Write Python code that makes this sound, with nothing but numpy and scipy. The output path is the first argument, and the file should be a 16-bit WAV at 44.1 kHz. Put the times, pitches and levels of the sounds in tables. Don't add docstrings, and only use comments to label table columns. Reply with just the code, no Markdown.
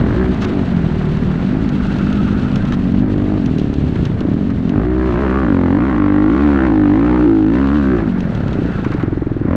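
import sys
import numpy as np
from scipy import signal
from scipy.fft import rfft, irfft, next_fast_len
from scipy.io import wavfile
from scipy.ndimage import uniform_filter1d

SR = 44100
rng = np.random.default_rng(int(sys.argv[2]) if len(sys.argv) > 2 else 0)


def to_wav(s):
    ch = np.atleast_2d(s).T
    pcm = np.round(np.clip(ch, -1, 1) * 32767)
    wavfile.write(sys.argv[1], SR, pcm.astype(np.int16))


N = 421581
TIME = np.arange(N) / SR


def gain_of(db):
    return 10 ** (np.asarray(db) / 20)


def curves(rows, along=TIME):
    position, *columns = np.transpose(rows)
    return [np.interp(along, position, column) for column in columns]


def swell(centre_s, length_s, flatness=4):
    return np.exp(-(2 * (TIME - centre_s) / length_s) ** flatness)


def steady(x):
    power = uniform_filter1d(uniform_filter1d(x ** 2, size=4200), size=2200)
    return x / np.sqrt(abs(power) + 1e-14)


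def waver(hz):
    size = next_fast_len(N, True)
    rolloff = 1 + (np.fft.rfftfreq(size, 1 / SR) / hz) ** 4
    drift = irfft(rfft(rng.standard_normal(size)) / rolloff, size)[:N]
    return drift / drift.std()


def colour(x, spectrum, size=4096):
    hz, db = np.transpose(spectrum)
    bin_hz = abs(np.fft.fftfreq(size, 1 / SR)) + 1
    log_gain = np.log(gain_of(np.interp(np.log(bin_hz), np.log(hz), db)))
    minimum_phase = np.exp(np.conj(signal.hilbert(log_gain)))
    taps = np.fft.ifft(minimum_phase).real[:size // 2]
    return signal.oaconvolve(x, taps / np.linalg.norm(taps))[:N]


def ring(x, hz, width_hz, skirt_hz):
    carrier = np.exp(2j * np.pi * np.cumsum(hz * np.ones(N)) / SR)
    baseband = x / carrier
    for pole in np.exp(-np.pi * np.array([width_hz, skirt_hz]) / SR):
        baseband = signal.lfilter([1 - pole], [1, -pole], baseband + 1e-18)
    return steady((carrier * baseband).real)


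def clicks(start_s, size):
    at = np.clip(start_s * SR, 0, N - 1)
    whole, part = at.astype(int), at % 1
    before = np.bincount(whole, size * (1 - part), N + 1)
    after = np.bincount(whole + 1, size * part, N + 1)
    return (before + after)[:N]


def blend(first, second, share):
    share = np.clip(share, 0, 1)
    return np.sqrt(1 - share) * first + np.sqrt(share) * second


def firings(cycles, rough, lead_cycles=0, lead_ms=0, jitter_ms=.45):
    start_s = np.interp(np.arange(1, int(cycles[-1]) + 1) - lead_cycles, cycles, TIME)
    scatter = np.sqrt(np.interp(start_s, TIME, rough))
    late, strong = rng.standard_normal((len(start_s), 2)).T * scatter
    return clicks(start_s + (jitter_ms * late - lead_ms) / 1000, gain_of(3 * strong))


def puffs(cycles, decay_cycles, floor):
    return (floor + np.exp(-(cycles % 1) / decay_cycles)) * rng.standard_normal(N)


# freq_hz, level_db
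WIND_SPECTRUM = [(8, -15.5), (20, -15.5), (35, -21), (50, -12.5), (100, -11), (200, -9.5), (500, -31.5),
                 (2000, -87)]
# time_s, level_db
GUSTS = [(0, -15), (.25, -20), (.45, -19.5), (2, -17.5), (2.9, -17), (3.3, -21), (4.2, -17), (4.7, -20.5),
         (5.4, -28), (7.7, -29.5), (8.1, -22), (8.6, -19), (9.0, -23), (9.12, -27.5)]

def wind():
    level_db = curves(GUSTS)[0] + 0.45 * waver(2.1)
    return gain_of(level_db) * colour(rng.standard_normal(N), WIND_SPECTRUM, size=16384)


# start_s, level_db, knock_offset_db
STONE_HITS = [(0.3445, -32.5, 7), (0.4194, -26.5, 5.5), (0.4447, -40, 14), (0.466, -50, 5), (1.17, -33, -1),
              (1.6904, -28, -2), (1.9855, -32, 1), (2.128, -29, -6), (2.2774, -35, 7), (2.43, -34, 5),
              (2.652, -31, 1), (2.92, -36, -1), (3.18, -38.5, -17), (4.502, -33.5, 3), (8.35, -31, -4),
              (8.918, -32, 10), (8.997, -42.5, 20), (9.027, -36.5, 11), (2.5578, -23, -8), (2.7222, -26, 2),
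              (3.46, -29, -7), (3.5835, -27.5, -12), (3.5954, -28, -14), (3.7394, -29.5, -16),
              (3.9563, -34.5, 6), (4.053, -24.5, -6), (4.206, -30, -1), (4.6933, -31, 2),
              (8.2048, -29, -36), (8.4801, -32, 2), (8.5298, -33, 2), (8.846, -32.5, 10.5),
              (8.9384, -36, -12)]
# centre_s, level_db, length_s
SAND_SPRAYS = [(0.426, -34, 0.031), (0.449, -31.5, 0.0099), (2.74, -37, 0.019), (4.069, -42, 0.0061)]
# freq_hz, level_db
TICK_SPECTRUM = [(600, -50.5), (1800, -19.5), (2600, 12), (3700, 9.5), (5000, -1), (6200, -0.5),
                 (8500, -20), (11000, -24.5), (15000, -31)]
KNOCK_SPECTRUM = [(150, 3.5), (450, -9), (780, 10), (1300, 12.5), (2200, 4.5), (5000, -40)]

def stones(gravel_per_s=2, candidates=100):
    when, size, chance = rng.random((candidates, 3)).T
    gravel = np.column_stack([when * N / SR, -46 + 6 * size, np.full(candidates, 6)])
    strikes = chance < gravel_per_s * N / SR / candidates
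    start_s, level_db, knock_offset_db = np.vstack([STONE_HITS, gravel[strikes]]).T

    def contact(db, decay_s):
        envelope = signal.lfilter([1], [1, -np.exp(-1 / (decay_s * SR))], clicks(start_s, gain_of(db)))
        return envelope * rng.standard_normal(N)

    sprays = sum(gain_of(db) * swell(at, length, flatness=2) for at, db, length in SAND_SPRAYS)
    ticks = contact(level_db - 2, decay_s=.004) + sprays * rng.standard_normal(N)
    knocks = contact(level_db + knock_offset_db - 3.5, decay_s=.021)
    return colour(ticks, TICK_SPECTRUM) + colour(knocks, KNOCK_SPECTRUM)


# time_s, level_db
CHAIN_LEVEL = [(0, -47), (1.65, -44.5), (1.8, -38.5), (2.25, -35.5), (2.7, -38.5), (2.85, -65.5),
               (8.0, -40.5), (8.2, -46.5), (8.8, -35.5), (9.03, -45), (9.12, -49)]

def chain():
    pitch_hz = 1410 + 55 * waver(13)
    note = ring(rng.standard_normal(N), pitch_hz, width_hz=240, skirt_hz=600)
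    overtone = ring(rng.standard_normal(N), 2640 + 25 * waver(5.8), width_hz=100, skirt_hz=300)
    whine = gain_of(curves(CHAIN_LEVEL)[0] + 2 * waver(25)) * (note + gain_of(-15) * overtone)
    squeal = ring(rng.standard_normal(N), 1290, width_hz=12, skirt_hz=60)
    return whine + gain_of(-32) * swell(centre_s=2.203, length_s=.065) * squeal


# freq_hz, level_db
RUSH_SPECTRUM = [(1200, -20.5), (2200, 0.5), (2700, 5.5), (3300, 2), (4200, -1.5), (5100, -11), (5900, -12),
                 (7200, -17), (8600, -22), (10000, -33), (11500, -51), (14000, -83)]
# time_s, level_db
RUSH_LEVEL = [(0.0, -44), (1.09, -42.5), (1.7, -45), (1.92, -42.5), (2.53, -44.5), (2.8, -47), (4.07, -44),
              (4.21, -49.5), (4.93, -50.5), (5.06, -45.5), (6.28, -48.5), (6.5, -48), (6.71, -51),
              (7.03, -50.5), (7.48, -48), (7.77, -43.5), (8.14, -49.5), (8.84, -45.5), (9.18, -55),
              (9.56, -54)]

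def rush(cycles, throttle, boost_db):
    grit = rng.standard_normal(N) * gain_of(6.2 * waver(5.5) + 1.4 * waver(71) + 0.5 * waver(1500))
    bursts = puffs(cycles, decay_cycles=.082, floor=.041)
    hiss = blend(steady(grit), steady(bursts), 0.49 * throttle)
    return gain_of(curves(RUSH_LEVEL)[0] + boost_db + 1.5) * steady(colour(hiss, RUSH_SPECTRUM))


# freq_hz, level_db
CLATTER_SPECTRUM = [(200, 6), (400, 8.5), (500, 2.5), (640, 4), (800, 2), (1020, -2), (1350, -2.5),
                    (1800, -4.5), (2300, -11.5), (3200, -35), (5000, -34.5), (12000, -81)]

def clatter(cycles):
    rattle = puffs(cycles, decay_cycles=.84, floor=7.4) * gain_of(2 * waver(70))
    return steady(colour(rattle, CLATTER_SPECTRUM))


def gas_pulses(cycles, rough, lead_cycles=0, lead_ms=0):
    pulses = steady(firings(cycles, rough, lead_cycles, lead_ms))
    return blend(pulses, steady(puffs(cycles, decay_cycles=.7, floor=.36)), rough)


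# time_s, pitch_hz, level_db
AIRBOX_DRONE = [(0, 294, -39), (.58, 290, -28.5), (.72, 284, -54), (2.9, 297, -47), (3.15, 318, -31.5),
                (3.36, 308, -30), (3.5, 298, -45), (4.72, 304, -45.5), (4.9, 295, -21.5),
                (5.05, 296, -19.5), (5.14, 305, -38), (5.55, 292, -17.5), (5.9, 292, -17.5),
                (6.05, 298, -18), (6.35, 301, -13), (6.9, 288.5, -13), (7.2, 299, -12), (7.28, 316, -9.5),
                (7.47, 293, -14.5), (7.6, 289.6, -13.5), (7.95, 306, -25), (8.08, 297, -52)]

def airbox(gulps):
    pitch_hz, level_db = curves(AIRBOX_DRONE)
    return gain_of(level_db) * ring(gulps, pitch_hz, width_hz=59, skirt_hz=68)


# time_s, level_db
GROWL_LEVEL = [(0, -31), (.2, -19.5), (.36, -22), (.58, -26), (.75, -17), (1.25, -20.5), (1.6, -19.5),
               (1.8, -27.5), (2.7, -30.5), (2.9, -23), (3.35, -18.5), (3.55, -39), (4.1, -18.5),
               (4.22, -34), (4.4, -27.5), (4.6, -26), (4.85, -22.5), (5.08, -17.5), (5.15, -20),
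               (5.45, -19), (5.6, -36), (5.8, -19.5), (6.0, -22.5), (6.2, -21), (6.33, -31), (6.5, -23),
               (6.9, -23), (7.08, -34.5), (7.45, -28), (7.75, -28), (7.95, -18.5), (8.15, -21),
               (8.6, -29.5), (9.1, -19), (9.56, -23.5)]

def growl(surges, pitch_hz):
    return gain_of(curves(GROWL_LEVEL)[0]) * ring(surges, pitch_hz, width_hz=81, skirt_hz=73)


# time_s, level_db
SHELL_LEVEL = [(0, -27.5), (.22, -22.5), (.37, -36), (.46, -24.5), (.58, -26), (.75, -47), (.95, -27.5),
               (1.25, -28), (1.36, -33), (1.6, -29), (1.78, -50), (2.95, -43), (3.14, -27.5), (3.47, -35),
               (3.6, -27), (4.0, -36.5), (4.25, -39), (4.55, -37), (4.85, -23.5), (5.2, -33), (5.9, -39.5),
               (7.75, -45.5), (7.95, -17.5), (8.12, -46), (8.55, -32.5), (9.0, -47)]

def shell(exhaust):
    return gain_of(curves(SHELL_LEVEL)[0]) * ring(exhaust, 372, width_hz=55, skirt_hz=70)


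# time_s, pitch_hz, level_db
OUTLET_HONK = [(0, 524, -35), (.3, 594, -46), (.58, 636, -36), (.8, 644, -49), (2.9, 610, -44.5),
               (3.12, 580, -43), (3.33, 670, -33.5), (3.48, 620, -40), (4.1, 600, -51), (4.33, 560, -37.5),
               (4.55, 590, -44), (4.78, 635, -35), (5.25, 573, -34.5), (5.65, 520, -32.5), (5.95, 520, -40),
               (6.1, 490, -33.5), (6.6, 514, -40.5), (6.78, 510, -46), (7.16, 506, -29.5),
               (7.32, 500, -39.5), (7.4, 500, -52), (7.6, 533, -42.5), (8.1, 525, -42), (8.3, 540, -34),
               (9.4, 480, -52), (9.52, 540, -27)]
OUTLET_BLARE = [(0, 960, -40), (.2, 1050, -46), (.35, 1053, -62.5), (4.65, 1028, -52), (4.8, 1090, -44),
                (5.1, 930, -44.5), (5.24, 980, -42), (5.38, 1160, -26.5), (5.65, 815, -50),
                (5.85, 1065, -37), (6.25, 1100, -32), (6.62, 1060, -39.5), (6.72, 765, -37.5),
                (6.95, 770, -42.5), (7.2, 890, -39.5), (7.33, 747, -35.5), (7.48, 810, -40),
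                (7.58, 1020, -35), (7.8, 1060, -35), (8.0, 1150, -42), (8.1, 1100, -60)]
OUTLET_RASP = [(0, 1390, -42), (.24, 1690, -34), (.35, 1690, -59.5), (4.85, 1590, -64.5),
               (5.02, 1640, -33.5), (5.15, 1420, -48), (5.4, 1355, -36), (5.65, 1390, -42),
               (5.87, 1310, -32), (6.1, 1275, -47), (6.351, 1350, -31.5), (6.45, 1330, -40),
               (6.58, 1300, -26), (6.749, 1380, -44), (7.15, 1170, -41.5), (7.321, 1280, -35),
               (7.45, 1310, -51), (7.7, 1260, -42), (7.92, 1580, -30), (8.08, 1600, -57)]

def outlet(cycles, rough):
    crack = steady(firings(cycles, rough + .12, lead_ms=.4, jitter_ms=.06))
    gas = steady(puffs(cycles, decay_cycles=.15, floor=.04))
    blowdown = blend(crack, gas, .03)
    resonances = map(curves, (OUTLET_HONK, OUTLET_BLARE, OUTLET_RASP))
    return sum(gain_of(db) * ring(blowdown, hz, width_hz=125, skirt_hz=450) for hz, db in resonances)


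# freq_hz, level_db
BARK_SPECTRUM = [(200, -20), (380, -9), (500, 1.5), (620, 1.5), (740, 6), (900, 2.5), (1100, 2.5),
                 (1400, -1), (1800, -2), (2300, -12), (3000, -19), (4200, -35.5), (6000, -61.5),
                 (12000, -81.5)]
# delay_ms, level_db, sway_ms
REFLECTIONS = [(0.8, -3, 0.15), (1.899, -8, 0.31), (3.9, -2, 0.28)]

def bark(cycles, rough):
    crack = firings(cycles, rough + .06, lead_ms=.4, jitter_ms=.05)
    echoes = np.zeros(N)
    for delay_ms, level_db, sway_ms in REFLECTIONS:
        delay_s = (delay_ms + sway_ms * waver(4.65)) / 1000
        echoes += gain_of(level_db) * np.interp(TIME - delay_s, TIME, crack, left=0)
    gas = steady(puffs(cycles, decay_cycles=.25, floor=.1))
    return steady(colour(blend(steady(crack + echoes), gas, .018), BARK_SPECTRUM))


# time_s, level_db
EDGE_LEVEL = [(0.0, -26), (0.02, -32), (1.04, -31), (2.23, -33.5), (3.05, -34.5), (3.14, -36.5),
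              (3.24, -37), (3.8, -35.5), (3.83, -33.5), (4.63, -37.5), (4.79, -33.5), (4.93, -37),
              (5.24, -26.5), (5.59, -25.5), (5.88, -24), (6.23, -24), (6.65, -19), (6.76, -25), (7.14, -21),
              (7.51, -29.5), (7.56, -24), (7.96, -30), (8.07, -33), (9.0, -34), (9.1, -36), (9.4, -38),
              (9.56, -28.5)]

def engine_edge(cycles, rough, throttle, boost_db):
    clatter_share = .002 + .998 * np.exp(-(throttle / .085) ** 2)
    edge = blend(gain_of(-12.5) * bark(cycles, rough), gain_of(13.5) * clatter(cycles), clatter_share)
    return gain_of(curves(EDGE_LEVEL)[0] + boost_db) * edge


# firing_hz, pipe_hz, silencer_hz
EXHAUST_TUNING = [(20, 250, 307), (29.8, 125, 298), (41, 143, 261), (51, 192, 277.6), (58.5, 152, 259.4),
                  (73, 227, 261.5)]
# time_s, level_db
THUMP_LEVEL = [(0, -24), (.35, -18.5), (.58, -24), (.8, -49), (1.3, -39), (1.6, -31.5), (2.6, -29),
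               (3.2, -20.5), (3.6, -18), (4.1, -26.5), (4.25, -17.5), (4.6, -26), (4.78, -12.5), (4.9, -32),
               (5.05, -21.5), (5.3, -18.5), (5.55, -13.5), (6.2, -18.5), (6.5, -12.5), (6.85, -23),
               (7.15, -14), (7.3, -21), (7.55, -14), (7.9, -12), (8.15, -44), (8.6, -18.5), (8.75, -28),
               (8.87, -19), (9.05, -20.5), (9.4, -21.5), (9.56, -16.5)]
# centre_s, length_s, dip_db
MISFIRES = [(0.436, 0.18, -22), (4.172, 0.074, -14), (8.517, 0.072, -9), (8.77, 0.18, -5),
            (8.917, 0.056, -5.5), (8.992, 0.036, -19)]

def pipe_and_silencer(exhaust, firing_hz, pipe_db):
    pipe_hz, silencer_hz = curves(EXHAUST_TUNING, along=firing_hz)
    pipe = gain_of(pipe_db) * ring(exhaust, pipe_hz, width_hz=63, skirt_hz=215)
    thump = gain_of(curves(THUMP_LEVEL)[0]) * ring(exhaust, silencer_hz, width_hz=101, skirt_hz=145)
    dip_db = sum(db * swell(at, length) for at, length, db in MISFIRES)
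    return gain_of(dip_db) * (pipe - thump)


def throb(flow, level_db):
    return gain_of(level_db) * ring(flow, 79.3, width_hz=59, skirt_hz=46.3)


def roughness(firing_hz, throttle, idle_hz=17):
    above_idle = np.clip((firing_hz - idle_hz) / 2.8, .08, 1)
    return .001 + .09 * above_idle * np.exp(-throttle / .04)


# time_s, firing_hz
ENGINE_SPEED = [(0.0, 41), (0.04, 37), (0.08, 46), (0.12, 51.5), (0.16, 56), (0.2, 64), (0.28, 62),
                (0.32, 62.3), (0.36, 54.23), (0.4, 55.0), (0.64, 44.18), (0.68, 47.6), (0.8, 41.75),
                (1.04, 37.46), (1.08, 39.07), (1.28, 37.6), (1.32, 38), (1.4, 43.6), (1.64, 56.82),
                (1.68, 49.35), (2.0, 48.43), (2.16, 50.73), (2.68, 49.67), (2.76, 48), (2.8, 48),
                (2.88, 44.62), (3.04, 51.37), (3.24, 49), (3.28, 50), (3.36, 52.5), (3.52, 39.33),
                (3.68, 35.33), (3.88, 36.08), (3.96, 28.36), (4.12, 28.0), (4.24, 24.52), (4.32, 37.41),
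                (4.36, 39.64), (4.4, 50.44), (4.56, 43.48), (4.68, 41.99), (4.72, 51.17), (4.76, 49.07),
                (4.88, 62.07), (5.08, 64.02), (5.12, 57.49), (5.16, 58.74), (5.24, 72.14), (5.28, 61.54),
                (5.4, 69.76), (5.52, 45.87), (5.68, 42.54), (5.76, 48.94), (5.8, 58.69), (5.88, 69.84),
                (6.0, 49.17), (6.16, 49.49), (6.28, 52.15), (6.36, 66.32), (6.44, 74.95), (6.56, 68.93),
                (6.6, 64.05), (6.64, 66.51), (6.72, 52.86), (6.88, 48.4), (6.93, 50.7), (7.07, 61),
                (7.11, 60.5), (7.15, 63.2), (7.19, 59.6), (7.235, 62), (7.27, 56.1), (7.43, 51.5),
                (7.5, 54.1), (7.6, 68), (7.64, 69.2), (7.68, 67.2), (7.76, 75.8), (7.84, 66.87),
                (7.88, 66.95), (8.0, 53.39), (8.04, 55.88), (8.12, 45.33), (8.2, 46.32), (8.36, 37.26),
                (8.56, 30.72), (8.84, 27.75), (8.88, 24.38), (9.06, 21.8), (9.39, 20.3), (9.44, 25.5),
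                (9.56, 54)]
# time_s, opening (0-1)
THROTTLE = [(0, .16), (.22, .2), (.36, .03), (.47, .03), (.55, .11), (.7, 0), (1.35, 0), (1.58, .1),
            (1.75, .04), (2.7, .05), (3.03, .07), (3.11, .16), (3.36, .14), (3.5, .01), (4.15, 0),
            (4.4, .06), (4.7, .05), (4.76, .19), (5.3, .22), (5.5, .4), (5.9, .33), (6.2, .38), (6.35, .52),
            (7.2, .52), (7.33, .7), (7.47, .65), (7.58, .48), (7.85, .42), (8.0, .2), (8.1, .04),
            (9.44, .01), (9.5, .2), (9.56, .3)]
# opening (0-1), throb_db, pipe_db, growl_multiple (of firing_hz), edge_boost_db, rush_boost_db
VOICING = [(0, -25.5, -16.5, 4.3, -11, -2.5), (.05, -31, -16, 4.6, -8.5, 0.5),
           (.1, -25, -20.5, 5.4, -4, -2), (.2, -19.5, -29, 5.7, 13, -1), (.38, -21, -27, 5.4, 8, -3.5),
           (.52, -20, -32, 5.0, 6.5, 1.5), (.7, -23, -37, 5.8, 1.5, -1.5)]
CRUISE_HZ = 65

def scene():
    firing_hz = curves(ENGINE_SPEED)[0]
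    throttle = np.clip(curves(THROTTLE)[0], .005, .99)
    cycles = .497 + np.cumsum(firing_hz) / SR
    octaves = np.log2(firing_hz / CRUISE_HZ)
    rough = roughness(firing_hz, throttle)
    throb_db, pipe_db, growl_multiple, edge_boost_db, rush_boost_db = curves(VOICING, along=throttle)

    exhaust = gas_pulses(cycles, rough, lead_ms=.1)
    flow = gas_pulses(cycles, rough, lead_ms=1.2)
    gulps = gas_pulses(cycles, rough, lead_cycles=.488, lead_ms=-1.2)
    surges = gas_pulses(cycles, rough, lead_cycles=.15)
    engine = (throb(flow, throb_db - 0.5 * octaves)
              + pipe_and_silencer(exhaust, firing_hz, pipe_db + 12 * octaves)
              - shell(exhaust)
              + airbox(gulps)
              + growl(surges, growl_multiple * firing_hz)
              + outlet(cycles, rough)
              + engine_edge(cycles, rough, throttle, edge_boost_db))
    return (engine + rush(cycles, throttle, rush_boost_db) + chain() + stones() + wind())[None]


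def record(dry):
    low_hz, high_hz, ceiling = 8, 14000, .85
    blocked = signal.sosfilt(signal.butter(1, low_hz, "highpass", fs=SR, output="sos"), dry)
    rounded = blocked / (1 + (blocked / ceiling) ** 8) ** (1 / 8)
    lowpass = signal.firwin(255, high_hz, window=("kaiser", 9), fs=SR)
    return signal.oaconvolve(rounded, lowpass[None], "same")


dry = scene()
out = record(dry)
to_wav(out)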